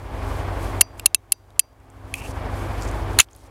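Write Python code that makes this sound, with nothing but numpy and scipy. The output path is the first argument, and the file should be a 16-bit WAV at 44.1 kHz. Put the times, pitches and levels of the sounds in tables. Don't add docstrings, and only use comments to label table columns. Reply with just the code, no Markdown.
import sys
import numpy as np
from scipy import signal
from scipy.io import wavfile

SR = 44100
rng = np.random.default_rng(int(sys.argv[2]) if len(sys.argv) > 2 else 0)


def boost(x):
    u = np.asarray(x, float) / 20
    return 10 ** u


def output_pcm(signal):
    pcm = np.clip(np.atleast_2d(signal).T, -1, 1) * 32767
    wavfile.write(sys.argv[1], SR, np.round(pcm).astype(np.int16))


N = 154350


def rms_one(x):
    return x / np.sqrt(np.mean(x ** 2) + 1e-20)


def drift(rate_hz):
    r = np.exp(-80 * np.pi * rate_hz / SR)
    noise = rng.standard_normal(N // 40 + 2002)
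    slow = signal.lfilter([1], [1, -2 * r, r * r], noise)[2000:]
    return np.interp(np.arange(N) / 40, np.arange(len(slow)), rms_one(slow))


def ring(clicks, hz, t60_s):
    r = boost(-60 / (t60_s * SR))
    w = 2 * np.pi * hz / SR
    return signal.lfilter([0, np.sin(w)], [1, -2 * r * np.cos(w), r * r], clicks + 1e-18)


def band(x, low_hz, high_hz):
    edges = np.clip([low_hz, high_hz], 20, SR / 2.2)
    return signal.sosfilt(signal.butter(2, edges, "band", fs=SR, output="sos"), x)


def high_pass(x, hz):
    return signal.sosfilt(signal.butter(2, hz, "high", fs=SR, output="sos"), x)


def add(out, start_s, piece):
    i = int(start_s * SR)
    out[i:i + len(piece)] += piece[:N - i]


# start_s, pitch_hz
FIRING = [(0.0, 94.91), (0.63, 93.42), (0.709, 95.92), (1.61, 98.85), (2.63, 97.55), (2.9, 99.84),
          (3.24, 94.6), (3.5, 98.6)]
# multiple, level_db
ORDERS_DB = [(1, -19), (2, -18), (3, -41.5), (4, 7), (5, 2), (6, 1.5), (7, -26.5), (8, 7), (9, -28.5),
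             (10, -18.5), (11, -11.5), (12, -27)]
ENGINE_DB, ENGINE_WOBBLE_DB = -36, 1.5
PULSE_LAG_CYCLES = 0.75


def engine_cycle():
    s, hz = np.transpose(FIRING)
    turns = np.cumsum(np.interp(np.arange(N) / SR, s, hz / 8)) / SR
    return 2 * np.pi * (turns - PULSE_LAG_CYCLES)


def engine_orders(cycle):
    out = np.zeros(N)
    for multiple, db in ORDERS_DB:
        level = boost(ENGINE_DB + db + ENGINE_WOBBLE_DB * drift(2.4))
        out -= level * np.cos(multiple * cycle + 0.3 * drift(0.93))
    return out


# pitch_hz, level_db (rms), width_hz
WHINES = [(268.8, -43, 1.3), (335.4, -44.5, 2.7), (401.4, -47.5, 7.1)]


def accessory_whines():
    out, t = np.zeros(N), np.arange(N) / SR
    for hz, db, width_hz in WHINES:
        tone = np.sin(2 * np.pi * hz * t + 1.2 * drift(width_hz))
        out += boost(db) * rms_one(tone * boost(2.5 * drift(1.2)))
    return out


# pitch_hz, level_db (per Hz)
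WASH = [(88, -31), (150, -1), (178, -18.5), (258, -3.5), (496, -2.5), (888, 0.5), (1290, -13), (1530, -8.5),
        (4500, -30), (5850, -63.5), (9900, -120)]
WASH_DB, WASH_THROB_DB, LOW_WASH_DB = -33, 0.7, -36
PUFF_DB, PUFF_SHARP = -56, 3.3


def engine_wash(cycle):
    white, wash, shared = rng.standard_normal((2, N)), np.zeros(N), drift(6)
    wash_hz, wash_db = np.transpose(WASH)
    edges = 150 * 2 ** np.arange(0, 5.6, 0.5)
    for k, (low, high) in enumerate(zip(edges, edges[1:])):
        db = np.interp(np.log(low * high) / 2, np.log(wash_hz), wash_db)
        wash += boost(db + 0.31 * shared + drift(35)) * band(white[k % 2], low, high)
    throb_db = WASH_THROB_DB * (np.cos(cycle) + np.cos(2 * cycle))
    wash = rms_one(wash) * boost(WASH_DB + throb_db)
    pulse = np.exp(PUFF_SHARP * (np.cos(cycle) - 1))
    puff = boost(PUFF_DB) * pulse * rms_one(band(white[1, ::-1], 2500, 6000))
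    return wash + puff + boost(LOW_WASH_DB) * rms_one(band(white[0], 45, 130))


def engine():
    cycle = engine_cycle()
    return engine_orders(cycle) + accessory_whines() + engine_wash(cycle)


def air_hiss():
    return boost(-52 + 2.0 * drift(5.7)) * rms_one(band(rng.standard_normal(N), 2500, 12500))


# start_s, level_db, pitch_hz (centre), t60_s
TICKS = [(.630, -30, 8630, 0.0032), (0.6464, -32.5, 7000, 0.0031), (0.809, -11.5, 7030, 0.0096),
         (0.9911, -30, 8810, 0.0038), (0.996, -11, 2766, 0.014), (0.9968, -15.5, 3600, 0.0078),
         (.9968, -15, 5540, 0.0069), (0.9967, -10.5, 10900, 0.0074), (0.9966, -21.5, 1500, .006),
         (.9966, -13.5, 7890, 0.0067), (1.504, -23.5, 8660, 0.0026), (1.505, -23.5, 3910, 0.0041),
         (1.730, -33, 7680, 0.0037), (1.802, -27, 8440, 0.002), (1.9010, -23.5, 8200, 0.0067),
         (2.1400, -4, 2550, 0.014), (2.1402, -11, 3300, .006), (2.1400, -14.5, 6650, 0.0083),
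         (2.1402, -7, 11040, 0.004), (2.156, -15.5, 9450, 0.0039), (2.177, -32.5, 10080, 0.0034),
         (2.277, -33.5, 10110, 0.0032), (2.357, -38, 6500, 0.007), (2.8222, -25, 5550, 0.0042),
         (2.833, -29.5, 7450, 0.0069), (2.851, -30.5, 6940, 0.004), (2.878, -32, 6900, .005),
         (2.9135, -28, 9100, 0.0021), (2.9137, -38.5, 5000, .003), (3.133, -34.5, 7000, .003),
         (3.287, -19, 2430, 0.0036), (3.312, -21, 7000, .004), (3.332, -15, 7100, .004),
         (3.3505, -17, 4640, 0.0045), (3.3505, -19.5, 9930, 0.0031), (3.3625, -13.5, 9960, 0.0058)]
TICK_SPAN, TICK_RING = 1.3, 0.07


def ticks():
    out, t = np.zeros(N), np.arange(1200) / SR
    for s, db, hz, t60_s in TICKS:
        burst = rng.standard_normal(len(t)) * boost(-60 * t / t60_s)
        tick = band(burst, hz / TICK_SPAN, hz * TICK_SPAN)
        tick += TICK_RING * ring(burst, hz, t60_s * 1.7)
        add(out, s, boost(db) * tick / np.abs(tick).max())
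    return out


CHATTER_PER_S, CHATTER_FADE_S = 13000, 0.0005
MODE_SPREAD_DB, CRACK_DB = 1.0, 6.5


def snaps(rows, body, split_hz, blow, sag_db_per_s, crack_hz):
    out, t = np.zeros(N), np.arange(SR // 20) / SR
    for s, db, length_s, low_db, mid_db in rows:
        hits = rng.standard_normal(len(t)) * (rng.random(len(t)) < CHATTER_PER_S / SR)
        hits[0] = blow
        hits *= boost(-sag_db_per_s * t) * np.exp(-np.maximum(t - length_s, 0) / CHATTER_FADE_S)
        quick = np.zeros(len(t))
        for k, (hz, mode_db, t60_s) in enumerate(body):
            tilt_db = (low_db, mid_db, 0)[np.searchsorted(split_hz, hz)]
            level = boost(mode_db + tilt_db + MODE_SPREAD_DB * rng.standard_normal())
            quick += level * (-1) ** k * ring(hits, hz, t60_s)
        quick += boost(CRACK_DB) * band(hits, crack_hz, 12000) * 4
        rms = np.sqrt(np.sum(quick ** 2) / (2 * SR * (length_s + 2 * CHATTER_FADE_S)))
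        add(out, s, boost(db) * quick / rms / 3)
    return out


# start_s, level_db, chatter_s, low_modes_db, middle_modes_db
STRIKES = [(.8092, -11.5, .0008, 6, 0), (.8104, 14, 0.0016, -1, 4), (.8126, 9, .0022, 4, 2.5),
           (.8158, -4, 0.0015, -2, -0.5), (1.0580, -1, 0.00067, -3, -2.5), (1.0591, 19.5, 0.0018, -6, 8.5),
           (1.0611, 11, .0010, 4, 6.5), (1.0628, 11.5, 0.001, 3, 4), (1.1460, 23, 0.00026, -2.5, -1),
           (1.1472, 20.5, 0.00037, 7, 2), (1.1485, 13.5, 0.0011, 0.5, -2.5),
           (1.1502, 11.5, 0.00094, 5.5, 1.5), (1.3208, 23, 0.0013, -5, 2), (1.3226, 23, 0.00049, -7, 3),
           (1.3252, 15, .0004, 8, 5), (1.5938, 27, 0.00079, 1, 0), (1.5957, 24, 0.00092, 2.5, -1),
           (1.5984, 17, 0.00082, 2, 4)]
# pitch_hz, level_db, t60_s
ACTION = [(870, -21.5, .005), (2150, -21.5, 0.011), (2678, -9.5, 0.021), (3160, -18.5, 0.015),
          (3780, -16.5, 0.0049), (4300, -13.5, 0.0059), (5630, -15.5, 0.0044), (6906, -5.5, 0.0074),
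          (8730, -5.5, 0.0064), (9777, 8, 0.007), (10673, 5.5, 0.0034), (11996, -2.5, 0.012),
          (14000, -24, 0.013)]


def hammer_snaps():
    hits = snaps(STRIKES, ACTION, split_hz=(3400, 5800), blow=3.37, sag_db_per_s=998, crack_hz=3600)
    return high_pass(hits, 490)


# start_s, level_db, barrel_share (0 all cylinder, 1 all barrel)
NOTCHES = [
    (0.8098, 13.5, 1),
    (1.0581, 20.5, 0.05),
    (1.1464, 24.5, 0),
    (1.3223, 22.5, 0.3),
    (1.5938, 20.5, 0.6),
]
# pitch_hz, level_db, t60_s
BARREL = [(2692, -14, .3), (4490, -7, .15), (4748, 0, .3), (4966, -6, .15), (5822, -7, .22), (6005, -2, .2)]
# pitch_hz, level_db, t60_s
CYLINDER = [(3780, -6, .09), (3900, -11, .05), (6090, -9, .06), (6218, -4, .085)]
RING_DB = -41


def rings():
    s, db, share = np.transpose(NOTCHES)
    out = np.zeros(N)
    for modes, part in ((BARREL, share), (CYLINDER, 1 - share)):
        blows = np.zeros(N)
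        blows[(s * SR).astype(int)] = boost(db + RING_DB) * part
        for hz, mode_db, t60_s in modes:
            out += boost(mode_db) * ring(blows, hz, t60_s)
    return out


# start_s, length_s, level_db, pitch_hz (centre), width_hz
RUBS = [
    (2.145, 0.133, -36, 2580, 496),
    (.97, .028, -42.5, 8990, 8000),
    (2.141, 0.072, -38, 8100, 7480),
    (2.213, 0.11, -40.5, 7450, 7200),
    (2.802, 0.065, -47, 6140, 4020),
    (2.867, 0.034, -44.5, 6800, 2980),
    (3.206, .018, -15, 5810, 8940),
    (3.215, 0.035, -21, 5950, 10040),
    (3.293, 0.19, -41.5, 6920, 7550),
]
RUB_GRAINS_PER_S, RUB_EDGE_S = 11000, 0.01


def rubs():
    out, t = np.zeros(N), np.arange(N) / SR
    chance = RUB_GRAINS_PER_S * boost(3 * drift(60)) / SR
    grains = rng.standard_normal(N) * (rng.random(N) < chance)
    for s, length_s, db, hz, width_hz in RUBS:
        stroke = np.clip(np.minimum(t - s, s + length_s - t) / RUB_EDGE_S, 0, 1)
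        out += boost(db) * stroke * rms_one(band(grains, hz - width_hz / 2, hz + width_hz / 2))
    return out


# start_s, level_db, chatter_s, low_modes_db, middle_modes_db
GATE = [
    (3.1860, -18, 0.0018, -0.5, -1.5),
    (3.1883, 6.5, 0.0013, -6.5, -14),
    (3.1908, -6.5, 0.004, 17.5, 0),
    (3.1950, -2, .003, 27.5, -3.5),
    (3.1982, 1, .002, 15, 3),
    (3.2006, 11, 0.0026, 2.5, -4),
    (3.2044, 8, .0013, 10, 6.5),
    (3.2075, -2.5, .003, 6, 1),
    (3.2118, 0.5, 0.0025, -1.5, -5),
    (3.2175, -5.5, .003, -3, 4.5),
]
# pitch_hz, level_db, t60_s
GATE_BODY = [(1230, -13, 0.0078), (2150, -15.5, 0.0072), (2810, 6, 0.0098), (3400, 0, 0.0089),
             (4170, 6.5, 0.0025), (6180, 7, 0.004), (7160, 3, 0.0051), (9100, 4.5, 0.0049),
             (10880, -4, 0.006), (12500, -8.5, 0.0095)]


def gate_slap():
    return snaps(GATE, GATE_BODY, split_hz=(2500, 3800), blow=1.0, sag_db_per_s=0, crack_hz=1200)


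TRUNK_ECHO_DB, TRUNK_T60_S = -31, 0.035


def trunks(x):
    t = np.arange(SR // 4) / SR
    onset = np.clip(t / 0.0031, 0, 1)
    tail = rng.standard_normal(len(t)) * boost(-60 * t / TRUNK_T60_S) * onset
    tail /= np.sqrt(np.sum(tail ** 2))
    return boost(TRUNK_ECHO_DB) * signal.fftconvolve(x, band(tail, 2500, 13000))[:N]


def scene():
    gun = high_pass(ticks() + hammer_snaps() + rings() + rubs() + gate_slap(), 1000)
    mid = engine() + air_hiss() + gun + trunks(gun)
    side = boost(-34) * signal.lfilter([1, -0.3], [1], np.roll(mid, 37))
    return np.array([mid + side, mid - side])


# start_s, level_db
DUCKS = [
    (0.8118, -19.5),
    (1.0575, -23.5),
    (1.1443, -28.5),
    (1.3197, -29.5),
    (1.5921, -30),
    (3.1891, -6.5),
    (3.202, -28),
]
START_GAIN_DB, RELEASE_DB_PER_S, ATTACK_S = -8.5, 36, 0.017


def gain_control():
    t = np.arange(N) / SR
    db = np.minimum(0, START_GAIN_DB + RELEASE_DB_PER_S * t)
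    for s, pulled_db in DUCKS:
        climb_db = pulled_db + RELEASE_DB_PER_S * (t - s)
        db = np.where(t > s, np.minimum(db, climb_db), db)
    r = np.exp(-1 / (ATTACK_S * SR))
    return boost(signal.lfilter([1 - r], [1, -r], db - db[0]) + db[0])


def band_limit(x):
    return signal.sosfilt(signal.butter(12, 15890, fs=SR, output="sos"), x)


CLIP, PREAMP_HISS_DB, CUTOFF_HZ = 0.94, -72, 15900


def record(dry):
    x = np.clip(dry * gain_control(), -CLIP, CLIP)
    x = x + boost(PREAMP_HISS_DB) * signal.lfilter([1], [1, -0.3], rng.standard_normal(N))
    x = signal.sosfilt(signal.cheby2(10, 60, CUTOFF_HZ + 2500, fs=SR, output="sos"), x)
    return band_limit(np.clip(x, -1, 1))


dry = scene()
out = record(dry)
output_pcm(out)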